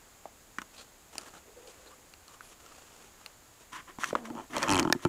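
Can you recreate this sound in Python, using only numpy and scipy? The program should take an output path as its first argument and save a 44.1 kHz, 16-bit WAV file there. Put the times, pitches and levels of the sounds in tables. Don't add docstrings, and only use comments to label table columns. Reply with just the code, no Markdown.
import sys
import numpy as np
from scipy import signal
from scipy.fft import rfft, irfft, next_fast_len
from scipy.io import wavfile
from scipy.ndimage import map_coordinates

SR = 44100
rng = np.random.default_rng(int(sys.argv[2]) if len(sys.argv) > 2 else 0)


def unload_audio(sound):
    columns = np.transpose(np.atleast_2d(sound))
    steps = np.round(np.clip(columns, -1, 1) * 32767)
    wavfile.write(sys.argv[1], SR, steps.astype(np.int16))


N = 224148
TIME_S = np.arange(N) / SR
AGE_S = np.arange(SR // 8) / SR

# (frequency [Hz], level [dB], t60 [s])
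CASE_LOW_MODES = [(101.2, -16, 0.053), (169, -11, 0.04), (268, -2.5, 0.031), (348.5, -4, 0.057)]
SHELL_MODES = [(1370, -19, 0.018), (2810, 0, 0.0089), (4310, 0, 0.011), (4800, -3, 0.011),
               (7020, -11.5, 0.017), (9400, 0.5, 0.0036)]
# (frequency [Hz], level [dB])
PLASTIC_CRACK = [(1200, -15.5), (2600, 4.5), (3600, -1.5), (4600, -14), (5600, 3), (7000, 3.5),
                 (10000, -16), (15000, -14)]
PLASTIC_RUB = [(150, -12), (300, -2), (800, -3.5), (1000, -4.5), (1250, -2), (1750, -7), (3000, -30)]


def amp(db):
    return 10 ** (np.asarray(db) / 20)


def unit(x):
    return x / np.sqrt(np.mean(x ** 2) + 1e-20)


def burst(x):
    return x / np.sqrt(np.sum(x ** 2) / (SR / 100) + 1e-20)


def noise(spectrum, size=N):
    knots_hz, db = np.transpose(spectrum)
    hz = np.fft.rfftfreq(size, 1 / SR) + 1
    skirts = np.minimum(1, hz / knots_hz[0]) ** 2 * np.minimum(1, knots_hz[-1] / hz) ** 2
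    gain = amp(np.interp(np.log(hz), np.log(knots_hz), db)) * skirts
    return unit(irfft(gain * np.exp(2j * np.pi * rng.random(len(hz))), size))


def wobble(rate_hz):
    return map_coordinates(rng.standard_normal(int(N * rate_hz / SR) + 4), [TIME_S * rate_hz])


def add(track, at_s, sound):
    part = track[max(0, round(at_s * SR)):][:len(sound)]
    part += sound[:len(part)]


def fade(t60_s, attack_s):
    return amp(-60 * AGE_S / t60_s) * (1 - np.exp(-AGE_S / attack_s))


def ring(modes, scatter_db, detune, attack_s):
    out = 0
    for k, (hz, db, t60_s) in enumerate(modes):
        level_draw, pitch_draw = rng.standard_normal(2)
        tone = np.sin(2 * np.pi * hz * (1 + detune * pitch_draw) * AGE_S)
        out += (-1) ** k * amp(db + scatter_db * level_draw) * fade(t60_s, attack_s) * tone
    return burst(out)


def crack(spectrum, t60_s, attack_s):
    return burst(noise(spectrum, size=len(AGE_S)) * fade(t60_s, attack_s))


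def strokes(rows, attack_s, release_s):
    gains = 0
    for start_s, length_s, *levels_db in rows:
        rise = np.clip((TIME_S - start_s) / attack_s, 0, 1)
        fall = np.exp(-np.maximum(TIME_S - start_s - length_s, 0) / release_s)
        gains = np.maximum(gains, amp(levels_db)[:, None] * rise * fall)
    return gains


def slip(thump_db, knock_db, crack_db):
    # (frequency [Hz], level [dB], t60 [s])
    mid_modes = [(595, -3, 0.0205), (887, 4.5, 0.028), (1057, -1, 0.031), (1320, 3, 0.017),
                 (1774, -14.5, 0.022), (2424, -10, 0.017), (3040, -12.5, 0.019)]
    high_modes = [(2420, -1, 0.013), (2570, -7, 0.021), (3130, -4, 0.015), (4270, -0.5, 0.0075),
                  (5580, 0.5, 0.0045), (6000, -10, 0.0043), (6960, -14, 0.016), (7770, -6, 0.0052),
                  (9900, -12, 0.0057)]
    # (frequency [Hz], level [dB])
    spectrum = [(800, 1), (1800, 13), (3000, -1), (4500, -15), (6000, 4), (8000, 4), (10500, -6),
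                (15000, -21)]
    thump = ring(CASE_LOW_MODES, scatter_db=3.5, detune=0.0304, attack_s=0.00056)
    knock = ring(mid_modes, scatter_db=2.5, detune=0.025, attack_s=0.0004)
    edge = ring(high_modes, scatter_db=6.5, detune=0.016, attack_s=0.00016)
    edge += amp(-2.5) * crack(spectrum, t60_s=0.007, attack_s=0.000082)
    return amp(thump_db) * thump + amp(knock_db) * knock + amp(crack_db) * edge


def grip_creak():
    # (start [s], end [s], mean rate [Hz], slowing [share], easing [0-1],
    # thump [dB], knock [dB], crack [dB])
    runs = [(4.362, 4.406, 120, 0.042, 1, -48.5, -42.5, -64),
            (4.684, 4.8005, 94, .085, 0.77, -30, -30.5, -34.5), (4.85, 4.8996, 41, 0.015, 0, -27, -31, -54)]
    # (thump [dB], knock [dB], crack [dB])
    ease_db = (5.5, 4.5, 5.5)
    # (time [s], thump [dB], knock [dB], crack [dB])
    jerks = [(4.3019, -41, -45, -61), (4.3088, -44.5, -62, -67), (4.3516, -43, -49, -61),
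             (4.566, -37.5, -32, -36.5), (4.6216, -45, -37, -42), (4.629, -43, -34.5, -32.5),
             (4.6764, -40, -32, -58), (4.7173, -38, -32.5, -40), (4.808, -30, -44, -72),
             (4.821, -29, -40, -66), (4.8286, -33.5, -36, -40), (4.949, -33.5, -46, -68),
             (4.8692, -30, -56, -68), (4.957, -33.5, -61, -73), (5.051, -22, -27, -41.5),
             (5.062, -31, -38, -68)]
    jitter_s, scatter_db = 0.0004, 1
    out = np.zeros(N)
    for start_s, end_s, rate_hz, slowing, easing, *levels_db in runs:
        span_s = end_s - start_s
        for u in np.linspace(0, 1, round(span_s * rate_hz) + 1):
            at_s = start_s + span_s * (u - slowing * u * (1 - u)) + jitter_s * rng.standard_normal()
            cut_db = easing * (2 * u - 1) ** 8 * np.array(ease_db)
            slip_db = np.array(levels_db) - cut_db + scatter_db * rng.standard_normal()
            add(out, at_s, slip(*slip_db))
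    for at_s, *levels_db in jerks:
        add(out, at_s, slip(*levels_db))
    return out


def joint_snaps():
    # (time [s], crack [dB], ring [dB], thump [dB])
    snaps = [(4.5815, -37, -60, -47), (4.635, -41, -31.5, -44), (4.7958, -25.5, -56, -32),
             (4.9254, -21, -22, -32.5)]
    # (frequency [Hz], level [dB], t60 [s])
    modes = [(1770, 7, 0.015), (2440, 4.4, 0.02), (1300, 1, 0.019)]
    # (frequency [Hz], level [dB])
    spectrum = [(700, -10), (2000, -8.5), (3300, -9.5), (4400, -5.5), (6700, -7), (8000, -17.5),
                (10000, -24.5), (15000, -26)]
    out = np.zeros(N)
    for at_s, crack_db, ring_db, thump_db in snaps:
        joint = amp(ring_db) * ring(modes, scatter_db=5, detune=0.006, attack_s=0.0017)
        thump = amp(thump_db) * ring(CASE_LOW_MODES, scatter_db=2.5, detune=0.011, attack_s=0.001)
        edge = amp(crack_db) * crack(spectrum, t60_s=0.0074, attack_s=0.00032)
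        add(out, at_s, joint + thump + edge)
    return out


def skin_slides():
    # (start [s], length [s], rumble [dB], body [dB], hiss [dB])
    slides = [(3.718, 0.053, -60, -44, -52), (3.765, 0.032, -63, -44, -63),
              (3.87, 0.033, -56.5, -50.5, -68), (3.992, 0.054, -55, -44, -47),
              (4.045, .05, -53, -47, -46.5), (4.16, 0.025, -46.5, -50.5, -62),
              (4.242, 0.02, -60, -46, -54.5), (4.37, 0.07, -56, -57, -66), (4.495, 0.048, -48, -54, -58),
              (4.525, 0.282, -42, -38.5, -51), (4.612, 0.027, -44, -36.5, -43),
              (4.685, 0.06, -44, -42, -53), (4.8, 0.051, -36.5, -47.5, -59), (4.86, 0.26, -61, -57, -64),
              (5.018, 0.019, -48, -49, -48.5)]
    # (frequency [Hz], level [dB])
    low = [(90, -13), (170, -6), (290, 1), (370, -0.5), (470, -12.5), (700, -3), (1000, -17)]
    mid = [(300, -6), (470, -16), (800, -10.5), (1030, 11.5), (1400, 0.5), (1900, 2.5), (2600, -6.5),
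           (3150, -2.5), (3800, -18), (5000, -16.5)]
    high = [(2060, -5.5), (3500, -2.5), (4100, -6), (5230, -9), (5630, -1.5), (6710, -2.5), (7220, -5.5),
            (10000, -10.5), (15000, -24)]
    rumble, body, hiss = strokes(slides, attack_s=0.013, release_s=0.015)
    grain = unit(amp(1.6 * wobble(300)))
    return grain * (rumble * noise(low) + body * noise(mid) + hiss * noise(high))


def finger_groan():
    # (time [s], pitch [Hz], level [dB])
    contour = [(4.163, 247, -49), (4.193, 250, -48.5), (4.243, 222.8, -47.5), (4.297, 226, -46.5),
               (4.319, 245.7, -48), (4.353, 232.3, -45), (4.44, 266, -60.5)]
    at_s, hz, db = np.transpose(contour)
    pitch_hz = np.interp(TIME_S, at_s, hz) * (1 + 0.0245 * wobble(130))
    phase = 2 * np.pi * np.cumsum(pitch_hz) / SR
    tone = np.sin(phase) + amp(-24) * np.sin(2 * phase) + amp(-12.5) * np.sin(3 * phase)
    rough = noise([(100, -20), (280, 4), (700, 2), (1200, -8)])
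    gate = np.clip(1 + np.minimum(TIME_S - at_s[0], at_s[-1] - TIME_S) / 0.03, 0, 1)
    return gate * amp(np.interp(TIME_S, at_s, db)) * (amp(0.5) * unit(tone) + amp(-4) * rough)


def contacts(rows, rise_cycles, tone_db, rattle_db, thump_trim_db, crack_trim_db):
    thump_modes = [(240, 0, 0.028), (370, -7, 0.012), (520, -7, 0.012)]
    out = np.zeros(N)
    for at_s, hz, ring_db, thump_db, crack_db in rows:
        rise = AGE_S / (rise_cycles / hz + 0.0001)
        tone = burst(np.sin(2 * np.pi * hz * AGE_S) * rise ** 2 * np.exp(-rise))
        band = [(hz / 2, -16), (hz, 0), (hz * 1.4, -4), (hz * 2.7, -17)]
        rattle = crack(band, t60_s=0.028, attack_s=0.0003)
        body = amp(ring_db) * (amp(tone_db) * tone + amp(rattle_db) * rattle)
        thump = ring(thump_modes, scatter_db=1, detune=0.02, attack_s=0.001)
        edge = crack(PLASTIC_CRACK, t60_s=0.012, attack_s=0.00021)
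        blow = body + amp(thump_db + thump_trim_db) * thump + amp(crack_db + crack_trim_db) * edge
        add(out, at_s, blow)
    return out


def finger_taps():
    # (time [s], pitch [Hz], ring [dB], thump [dB], crack [dB]), before trims
    taps = [(3.7305, 1400, -53.5, -57, -56), (3.986, 920, -45, -39.5, -56), (4.035, 1330, -32.5, -59, -46),
            (4.0418, 1550, -29.5, -70, -38), (4.1078, 1250, -42, -46, -64),
            (4.1293, 496, -30.5, -33.5, -71), (4.152, 1070, -24, -37.5, -53), (4.157, 533, -32, -68, -66)]
    return contacts(taps, rise_cycles=0.34, tone_db=0, rattle_db=-6.5,
                    thump_trim_db=-2.5, crack_trim_db=-0.8)


def toy_knocks():
    # (time [s], pitch [Hz], ring [dB], thump [dB], crack [dB]), before trims
    knocks = [(0.2555, 713, -41.5, -55, -64), (0.5846, 1380, -32.5, -43, -47.5),
              (0.6175, 1190, -40, -51, -48.5), (1.1545, 830, -49.5, -55, -52),
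              (2.4075, 1410, -47.5, -69, -61)]
    return contacts(knocks, rise_cycles=0.48, tone_db=-1.6, rattle_db=-4.5,
                    thump_trim_db=-1, crack_trim_db=0)


def doll_clicks():
    # (time [s], level [dB], tilt [dB/octave])
    clicks = [(1.1815, -37, 10.5), (1.2119, -55.5, 10), (2.138, -53, -4), (2.2807, -55.5, 3),
              (2.663, -56, -20), (3.2615, -45, -1)]
    lowest_hz = SHELL_MODES[0][0]
    out = np.zeros(N)
    for at_s, level_db, tilt in clicks:
        modes = [(hz, db + tilt * np.log2(hz / lowest_hz), t60_s) for hz, db, t60_s in SHELL_MODES]
        shell = ring(modes, scatter_db=1.5, detune=0.01, attack_s=0.0003)
        body = amp(-9.5) * crack(PLASTIC_RUB, t60_s=0.055, attack_s=0.00021)
        edge = amp(-3) * crack(PLASTIC_CRACK, t60_s=0.0037, attack_s=0.00017)
        add(out, at_s, amp(level_db) * (shell + edge + body))
    return out


def shell_scuffs():
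    # (centre [s], length [s], resonance [Hz], level [dB])
    scuffs = [(0.8, 0.081, 4300, -54.5), (1.488, 0.11, 468, -56), (1.588, 0.064, 500, -51),
              (1.668, 0.12, 518, -53.5), (1.784, 0.72, 508, -65.5), (1.878, 0.024, 4200, -57.5),
              (1.924, 0.058, 1167, -55.5), (2.323, .13, 1190, -59.5), (2.467, 0.14, 10900, -63.5),
              (2.721, 0.022, 1200, -50.5), (4.573, 0.044, 597, -35), (4.644, 0.043, 565, -34)]
    out = np.zeros(N)
    for centre_s, length_s, hz, db in scuffs:
        swell = np.cos(np.pi * np.clip((TIME_S - centre_s) / length_s, -0.5, 0.5))
        band = [(hz * 0.65, -26), (hz * 1.026, -8), (hz, 0), (hz * 0.924, -8), (hz * 1.25, -26)]
        out += amp(db) * swell * noise(band)
    return out


def doll_rubs():
    # (start [s], length [s], rub [dB], hiss [dB])
    rubs = [(0.725, .055, -62, -58.5), (0.772, 0.042, -55, -54.5), (1.12, 0.099, -57.5, -58),
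            (1.2, 0.088, -53, -56), (1.325, 0.054, -53, -57.5), (1.56, 0.39, -64.5, -66.5),
            (1.66, 0.053, -62, -56), (1.852, 0.025, -55.5, -60), (2.275, 0.067, -62.5, -61.5),
            (2.42, 0.11, -60.5, -59.5), (2.59, 0.25, -61, -61), (2.75, 0.214, -63, -62.5),
            (2.97, 0.11, -61, -61), (3.1, 0.2, -64.5, -67), (3.595, 0.031, -61, -60.5)]
    # (frequency [Hz], level [dB])
    spectrum = [(1500, -13), (2600, 4), (3300, 0.5), (4400, -4), (5300, -2.5), (7000, 2), (9500, -6.5),
                (15000, -20)]
    catch_rate_hz = 45
    rub, hiss = strokes(rubs, attack_s=0.012, release_s=0.019)
    grain = unit(amp(2.9 * wobble(200) + 0.38 * wobble(40.26)))
    catches = (rng.random(N) < catch_rate_hz / SR) * rng.random(N)
    tick = ring(SHELL_MODES, scatter_db=1.5, detune=0.016, attack_s=0.00023)
    ticks = unit(signal.fftconvolve(catches, tick)[:N])
    return grain * (rub * noise(PLASTIC_RUB) + hiss * noise(spectrum)) + amp(-11.5) * hiss * ticks


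def room_echo(x):
    tail = crack([(150, 2.5), (1000, -4), (6000, -18), (14000, -8)], t60_s=0.12, attack_s=0.00067)
    return signal.fftconvolve(x, tail / np.linalg.norm(tail))[:N]


def background():
    # (frequency [Hz], level [dB])
    rumble = [(12, -9), (20, -1.5), (80, -3), (149, -9.5), (226, -8), (367, -9), (806, -10), (1470, -12.5),
              (5000, -21), (6500, -41), (11000, -120)]
    hiss = [(3000, -13), (4200, -7.5), (6100, -4.5), (6600, 3), (7700, 1.5), (8300, -5), (11000, -6.5),
            (15000, -8.5)]
    return amp(-60) * noise(rumble) + amp(-61.5) * noise(hiss)


def scene():
    toys = doll_clicks() + toy_knocks()
    grip = finger_taps() + grip_creak() + joint_snaps() + skin_slides() + finger_groan()
    mix = toys + amp(-17.5) * room_echo(toys) + doll_rubs() + shell_scuffs()
    mix += grip + amp(-25.5) * room_echo(grip) + background()
    return mix[None]


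def record(dry):
    cutoff_hz = 15500
    size = next_fast_len(N + SR // 4)
    hz = np.fft.rfftfreq(size, 1 / SR)
    return irfft(rfft(dry, size) / np.sqrt(1 + (hz / cutoff_hz) ** 200), size)[:, :N]


dry = scene()
out = record(dry)
unload_audio(out)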